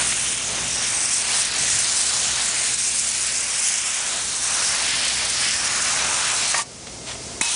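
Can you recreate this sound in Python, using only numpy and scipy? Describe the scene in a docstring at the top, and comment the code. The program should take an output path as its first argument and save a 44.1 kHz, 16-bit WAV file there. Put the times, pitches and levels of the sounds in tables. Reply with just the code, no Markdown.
"""First comes the hiss and sputter of a spray gun laying foam on a flat roof, with an engine humming far off.
The fan of droplets changes its tone as it is swept to and fro, and the roof returns a faint moving echo.
The valve shuts with a ringing judder, air leaks softly while boots scuff, then the valve clacks open.
A mono camera nearby hears it all, and its automatic gain lifts the background during the pause."""
import sys
import numpy as np
from scipy import signal
from scipy.fft import rfft, irfft, next_fast_len
from scipy.io import wavfile
from scipy.ndimage import uniform_filter1d, map_coordinates

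SR = 44100
rng = np.random.default_rng(int(sys.argv[2]) if len(sys.argv) > 2 else 0)


def unload_wav(signal):
    """Save mono or channel-first audio to the path in sys.argv[1] as 16-bit WAV at rate SR, clipped to [-1, 1]."""
    wavfile.write(
        sys.argv[1],
        SR,
        np.round(np.clip(np.atleast_2d(signal).T, -1, 1) * 32767).astype(np.int16),
    )


N = 332955

# the spray's low roar, middle rush and high sizzle: (frequency [Hz], level [dB])
ROAR_SPECTRUM = [(150, -21), (400, -11.5), (700, -1), (1100, -1), (1500, -2), (2000, -12.5), (3500, -45.5)]
RUSH_SPECTRUM = [(900, -40), (1400, -6), (1800, -2), (2400, -1.5), (3400, -3), (4500, -1), (5300, -1),
                 (7500, -29.5)]
SIZZLE_SPECTRUM = [(3000, -31), (4400, -12), (5200, -1.5), (6000, 1.5), (7000, 0), (8500, 0), (10000, -0.5)]
# how loud the fan is as the gun is swept: (time [s], roar level [dB], rush level [dB])
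FAN_LEVELS = [(0.0, -28, -22.5), (0.05, -37, -27.5), (0.13, -35, -28), (0.14, -39.5, -30), (0.51, -37, -31),
              (1.23, -37.5, -29.5), (1.38, -31, -25), (1.47, -37, -27), (2.47, -35, -27.5),
              (2.81, -41.5, -30.5), (4.19, -37, -31.5), (4.28, -43.5, -34.5), (4.57, -31.5, -27.5),
              (4.98, -34.5, -24.5), (5.41, -37, -27), (5.7, -33, -28), (6.26, -29.5, -26),
              (6.52, -35, -26.5)]
# how loud the sizzle is: (time [s], level [dB])
SIZZLE_LEVELS = [(0.0, -22.5), (0.58, -31), (0.62, -28), (1.18, -20.5), (1.23, -26), (1.4, -19), (1.5, -28),
                 (1.63, -21), (2.03, -22), (2.31, -24.5), (2.98, -22.5), (3.51, -26), (3.67, -19.5),
                 (3.78, -25), (4.25, -28), (4.67, -21.5), (4.87, -27), (6.52, -23.5)]
# brief swells and dips in the loudness of the hiss:
# (time [s], rush change [dB], sizzle change [dB], half length [s])
HISS_SWELLS = [(2.767, -3, -9, 0.0069), (3.67, 4, 1, 0.044), (3.763, 0, -4, .0034), (4.95, 0.5, 1, 0.072),
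               (5.457, 3.5, 2, 0.079), (5.91, 1, 2.2, 0.074)]
# the hump, where the fan's middle range is loudest: (time [s], centre [Hz])
HUMP_PATH = [(0.0, 2230), (0.05, 3040), (1.42, 2580), (1.91, 3010), (2.54, 2380), (3.1, 3220), (3.36, 2490),
             (4.39, 3110), (4.47, 2540), (4.74, 2270), (5.38, 2990), (5.7, 2050), (6.34, 2500),
             (6.52, 3200)]
# a bright peak that glides as the gun turns: (time [s], centre [Hz], height [dB])
PEAK_PATH = [(.1, 8800, 4.5), (.8, 5900, 2.5), (1.05, 9850, 1.5), (1.6, 7500, 2), (2.1, 7240, 2.5),
             (2.4, 7100, 1), (3.05, 8660, 3), (3.5, 6430, 0), (4.3, 5070, 0.5), (6.3, 5750, 2),
             (7.5, 8200, 1)]
# a second, longer path from the nozzle ripples the spectrum: (time [s], delay [ms], ripple [dB])
SECOND_PATH = [(0, 0.3, 1), (1, 0.36, 1.5), (1.3, 0.36, 0), (2, 0.35, -0.2), (2.8, 0.46, 1),
               (3.3, 0.41, 0.8), (4, 0.33, -1), (5.35, 0.55, 0.5), (5.85, 0.8, 1), (6.5, 0.6, -0.5)]
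# the roof's echo follows the sweep: (time [s], delay [ms])
ROOF_DELAYS = [(0, 3.6), (.6, 3.7), (1.2, 4.4), (1.9, 4.2), (2.6, 3.2), (3.2, 4.6), (4.3, 3.8), (5.3, 3.1),
               (5.9, 3.4), (6.5, 2.9)]

# short sounds: (time [s], level [dB], rise [s], decay [s])
PISTON_PUFFS = [(6.541, -22, 0.0039, 0.014), (6.574, -24, 0.018, 0.018), (7.425, -34, .02, .06)]  # air let out by the gun's piston
PISTON_CLACK = [(7.4095, -5.5, 0.0039, 0.0027)]  # the piston hits its stop
NOZZLE_WHISTLES = [(7.414, -22, .005, 0.024), (7.44, -26, 0.032, 0.03)]  # the flow starts
FITTING_TAPS = [(.124, -19.5, 0.0012, 0.0033), (6.542, -17, 0.0027, 0.0065), (6.564, -24, 0.00091, 0.0023),
                (7.154, -34, .001, 0.0033)]  # trigger and fittings touch
BOOT_SCUFFS = [(6.861, -36.5, 0.011, .02), (7.054, -33.5, 0.029, 0.046), (7.11, -37, 0.006, 0.012)]  # soles scrape the foam
FOOTSTEPS = [(.6, -38, 0.014, 0.029), (1.605, -35, .008, 0.018), (1.72, -37, 0.017, 0.046)]  # feet land on the roof deck
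# the pitches at which things ring: (frequency [Hz], width [Hz], level [dB])
EXHAUST_RING = [(930, 60, -1), (1164, 55, 0), (1810, 73, -2), (2240, 110, -2), (750, 37, -12),
                (4800, 300, -17)]
FITTING_RING = [(730, 92, 7), (1400, 600, 0.5), (2300, 700, 3), (3380, 200, -7)]
DECK_RING = [(90, 30, -2), (142, 29, 3), (210, 71, -13)]
# the piston strikes the gun's body as it shuts: (time [s], level [dB])
JUDDER_HITS = [(6.547, -21), (6.565, -25), (6.589, -26), (6.609, -42)]
# the ringing of that body: (frequency [Hz], level [dB], time to fade by 60 dB [s])
BODY_TONES = [(716, -8.5, 0.17), (942, -4, 0.14), (1120, -4, 0.1), (1176, -5, 0.12), (1860, -2.5, 0.12),
              (2290, -10, .17), (2680, -13, .05), (3210, -12, 0.11), (4640, -5, .1), (4885, -8, 0.11)]
# tones of the nozzle, and of the engine and compressor: (frequency [Hz], level [dB])
NOZZLE_TONES = [(930, -5), (2560, 3), (3875, -0.5), (4020, -4), (5250, -6)]
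ENGINE_TONES = [(61.3, -6.5), (122.7, -5.5), (132, -17), (172, -12.5), (212.4, -11.5), (243.6, -9.5),
                (350.8, -22), (393.8, -21), (477.5, -25), (528, -18), (669, -15), (705.7, -23),
                (2118, -13.5)]
# noise of the clack, soles, leaking air and outdoor rumble: (frequency [Hz], level [dB])
CLACK_SPECTRUM = [(30, -10), (70, -1), (260, 6), (450, -2), (700, 5.5), (1450, -5), (2400, 1), (3200, -12),
                  (3850, 0), (4500, -13), (7000, 1.5), (10000, -4.5)]
SOLE_SPECTRUM = [(300, -25), (700, -2), (1500, -1.5), (3500, 2), (6000, -3), (8500, -3), (10000, -14)]
LEAK_SPECTRUM = [(240, -39), (400, -14.5), (538, -11), (607, -10), (686, -8.5), (743, -13.5), (973, -15.5),
                 (1930, -18.5), (2070, -17), (3790, -16), (5910, -11), (10000, -15.5), (13000, -57.5),
                 (22000, -120)]
RUMBLE_SPECTRUM = [(15, -36), (30, -18), (50, -4), (75, -2.5), (135, -3), (200, -4), (330, -4.5),
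                   (500, -6.5), (900, -13), (2000, -38.5)]
# how loud the far engine and the rumble are: (time [s], level [dB])
ENGINE_LEVELS = [(0.0, -42.5), (0.62, -43), (1.12, -45.5), (2.33, -44.5), (3.92, -50.5), (5.02, -44),
                 (6.4, -45), (6.6, -47)]

SHUT_S, CLOSING_S, OPEN_S, OPENING_S = 6.598, 0.046, 7.411, 0.0065  # start and length of each valve move
RESTART_ROAR_DB, RESTART_RUSH_DB, RESTART_SIZZLE_DB = -37, -27, -21.5  # once the valve reopens
HUMP_OCTAVES, PEAK_OCTAVES = 0.67, 0.17  # widths
HOLLOW_RATIO, HOLLOW_DB, HOLLOW_OCTAVES = 1.51, -0.35, 0.14  # a slight dip riding above the hump
LEAK_DB, LEAK_DROP_DB = -40, 6  # the leak drops while foam flows
STEADY_DB, SQUEEZE = -20.5, 0.29  # the camera pulls levels this share of the way to STEADY_DB
SENSE_S, FORGET_DB_PER_S = 0.0072, 32  # how long it listens, how fast it forgets a peak
TOP_HZ = 10120  # the highest sound it takes in


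def spray():
    """The fan of foam: a low roar, a rush and a sputtering sizzle, all fed through the valve."""
    t = clock()
    swept_db = curves(FAN_LEVELS, t) + curves(SIZZLE_LEVELS, t)  # three curves in one list
    restart_db = [[RESTART_ROAR_DB], [RESTART_RUSH_DB], [RESTART_SIZZLE_DB]]
    roar_db, rush_db, sizzle_db = np.where(t < OPEN_S, swept_db, restart_db)
    rush_swell_db, sizzle_swell_db = sum(np.outer([low, high], np.exp(-((t - s) / half) ** 2))
                                         for s, low, high, half in HISS_SWELLS)
    roar = jet(ROAR_SPECTRUM, hump_db=6.5, flicker_db=1.5, drift_db=-0.4)
    roar *= amp(roar_db + 0.02 + 1.1 * wobble(18))
    rush = jet(RUSH_SPECTRUM, hump_db=6.5, flicker_db=0.62, drift_db=1.4)
    rush *= amp(rush_db + rush_swell_db + 0.24 + 0.79 * wobble(18))
    mist = jet(SIZZLE_SPECTRUM, hump_db=-4, flicker_db=1.5, drift_db=0)
    # the sheet of liquid breaks up unevenly, so the sizzle flutters at several speeds
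    flutter = amp(0.36 * wobble(22) + 1.21 * wobble(120) + 1.23 * wobble(600))
    sputter = (mist + 0.32 * droplets(per_second=560, spread_db=3)) * flutter
    sizzle = amp(sizzle_db + sizzle_swell_db + 0.4) * unit(cut_highs(sputter))
    waver = amp(0.2 * wobble(12) + 0.32 * wobble(40))
    return (roar + rush + sizzle) * valve() * waver


def jet(spectrum, hump_db, flicker_db, drift_db):
    """Jet noise of steady power whose tone follows the turning fan, flickers and slowly drifts."""
    hz, t, slices = signal.stft(rng.standard_normal(N), SR, nperseg=512)
    hz = hz[:, None]
    bell = lambda centre, octaves: np.exp(-(np.log2((hz + 1) / centre) / octaves) ** 2 / 2)
    hump_hz, = curves(HUMP_PATH, t)
    peak_hz, peak_db = curves(PEAK_PATH, t)
    delay_ms, ripple_db = curves(SECOND_PATH, t)
    tone_db = hump_db * bell(hump_hz, HUMP_OCTAVES)
    tone_db += HOLLOW_DB * bell(HOLLOW_RATIO * hump_hz, HOLLOW_OCTAVES)
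    tone_db += peak_db * bell(peak_hz, PEAK_OCTAVES)
    tone_db += ripple_db * np.cos(2 * np.pi * hz * delay_ms / 1000)
    tone_db += flicker_db * patches(slices.shape, bands=10, frames=12)
    tone_db += drift_db * patches(slices.shape, bands=18, frames=60)
    gain = spectrum_gain(spectrum, hz) * amp(tone_db)
    gain /= np.linalg.norm(gain, axis=0)  # the same power at every moment
    return unit(signal.istft(slices * gain, SR, nperseg=512)[1][:N])


def droplets(per_second, spread_db):
    """The liquid tears into drops of many sizes, each making a tiny tick."""
    chance, size, sign = rng.random(N), rng.standard_normal(N), rng.choice([-1, 1], N)
    ticks = (chance < per_second / SR) * sign * amp(spread_db * np.minimum(size, 2))
    return unit(filtered(ticks, lambda hz: spectrum_gain(SIZZLE_SPECTRUM, hz)))


def valve():
    """The valve slides shut (0) and later snaps open (1)."""
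    t = clock()
    return np.clip(1 - (t - SHUT_S) / CLOSING_S, 0, 1) + np.clip((t - OPEN_S) / OPENING_S, 0, 1)


def with_roof_echo(hiss, echo_db):
    """The roof returns the hiss a few milliseconds late; the changing delay makes a faint swirl."""
    delay_samples = curves(ROOF_DELAYS, clock())[0] * SR / 1000
    return hiss + amp(echo_db) * map_coordinates(hiss, [np.arange(N) - delay_samples])


def piston():
    """The air piston puffs through its exhaust, judders shut, and clacks on its stop as it reopens."""
    puffs = bursts(PISTON_PUFFS) * ringing_noise(EXHAUST_RING)
    clack = bursts(PISTON_CLACK) * noise(CLACK_SPECTRUM)
    return puffs + judder() + clack


def judder():
    """Each blow of the piston rings the gun's body with a slightly different mix of tones."""
    sound, t = np.zeros(N), np.arange(SR // 4) / SR
    onset = 1 - np.exp(-t / 0.0011)
    for s, hit_db in JUDDER_HITS:
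        ring = sum(amp(db + rng.normal(0, 1.3) - 60 * t / fade_s)
                   * np.sin(2 * np.pi * (hz * t + rng.random())) for hz, db, fade_s in BODY_TONES)
        sound[round(s * SR):][:len(t)] += amp(hit_db) * ring * onset
    return sound


def whistle():
    """The nozzle's edge whistles unsteadily while the flow builds up."""
    t = clock()
    tones = sum(amp(db) * np.sin(2 * np.pi * hz * t + wobble(130)) for hz, db in NOZZLE_TONES)
    return bursts(NOZZLE_WHISTLES) * unit(tones)


def taps():
    """The trigger and hose fittings knock lightly and ring for a moment."""
    return bursts(FITTING_TAPS) * ringing_noise(FITTING_RING)


def boots():
    """Soles scrape the gritty foam skin and thud on the deck."""
    grit = unit(cut_highs(noise(SOLE_SPECTRUM) * amp(1.9 * wobble(400))))
    return bursts(BOOT_SCUFFS) * grit + bursts(FOOTSTEPS) * ringing_noise(DECK_RING)


def leak():
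    """Air keeps streaming softly from the nozzle, most when the valve is shut."""
    return amp(LEAK_DB - LEAK_DROP_DB * valve() + 0.83 * wobble(25)) * noise(LEAK_SPECTRUM)


def engine():
    """A far engine and compressor hum with wavering tones over the outdoor rumble."""
    t = clock()
    hum = sum(amp(db + 1.9 * wobble(2.99))
              * np.sin(2 * np.pi * (hz * t + rng.random()) + 0.38 * wobble(5.5))
              for hz, db in ENGINE_TONES)
    rumble = amp(0.2 + 1.2 * wobble(10)) * noise(RUMBLE_SPECTRUM)
    return amp(curves(ENGINE_LEVELS, t)[0]) * (amp(0.7) * hum + rumble)


def amp(db):
    """Turn decibels into a number to multiply by."""
    return 10 ** (np.asarray(db) / 20)


def unit(x):
    """Scale x to an average power of 1."""
    return x / np.sqrt(np.mean(x ** 2) + 1e-20)


def clock():
    """The time of every sample, in seconds."""
    return np.arange(N) / SR


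def curves(rows, t):
    """Join a table's rows with straight lines: one curve for each column after the time."""
    times, *columns = np.transpose(rows)
    return [np.interp(t, times, column) for column in columns]


def bursts(rows):
    """The loudness of short sounds that rise evenly and then die away."""
    t = clock()
    return sum(amp(db) * np.clip((t - s) / rise, 0, 1) * np.exp(-np.maximum(t - s - rise, 0) / decay)
               for s, db, rise, decay in rows)


def wobble(rate):
    """A smooth curve through `rate` random points a second."""
    return map_coordinates(rng.standard_normal(int(N * rate / SR) + 4), [clock() * rate])


def patches(shape, bands, frames):
    """Smooth random blotches, about `bands` wide in frequency and `frames` long in time."""
    across_bands = uniform_filter1d(rng.standard_normal(shape), bands, axis=0)
    return unit(uniform_filter1d(across_bands, frames, axis=1))


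def spectrum_gain(spectrum, hz):
    """A spectrum's gain at hz; one that ends at -30 dB or lower is silent past its end."""
    points_hz, db = np.transpose(spectrum)
    beyond_db = db[-1] if db[-1] > -30 else -120
    return amp(np.interp(np.log(hz + 1), np.log(points_hz), db, right=beyond_db))


def filtered(x, response):
    """Turn each frequency in x up or down by response(hz)."""
    size = next_fast_len(N + SR // 2)
    return irfft(rfft(x, size) * response(np.fft.rfftfreq(size, 1 / SR)), size)[..., :N]


def noise(spectrum):
    """Steady noise with the given spectrum."""
    return unit(filtered(rng.standard_normal(N), lambda hz: spectrum_gain(spectrum, hz)))


def ringing_noise(pitches):
    """Noise that sets a hollow space or a solid part ringing at its own pitches."""
    def response(hz):
        return sum((-1) ** k * amp(db) * 1j * hz * width / (centre ** 2 - hz ** 2 + 1j * hz * width)
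                   for k, (centre, width, db) in enumerate(pitches))
    return unit(filtered(rng.standard_normal(N), response))


def cut_highs(x):
    """Remove everything above the camera's top frequency."""
    return filtered(x, lambda hz: 1 / np.sqrt(1 + np.minimum(hz / TOP_HZ, 2) ** 300))


def scene():
    """Everything reaches one microphone."""
    gun = with_roof_echo(spray(), echo_db=-28) + piston() + whistle() + taps()
    mono = gun + boots() + leak() + engine()
    return np.array([mono, mono])


def record(dry):
    """The camera turns loud sound down at once, creeps back up in the pause, and cuts the highs."""
    power = np.abs(uniform_filter1d(dry[0] ** 2, int(SENSE_S * SR)))
    level_db = 10 * np.log10(power + 1e-12)
    forgotten_db = FORGET_DB_PER_S * clock()
    held_peak_db = np.maximum.accumulate(level_db + forgotten_db) - forgotten_db
    return cut_highs(dry * amp(SQUEEZE * (STEADY_DB - held_peak_db)))


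dry = scene()
out = record(dry)
unload_wav(out)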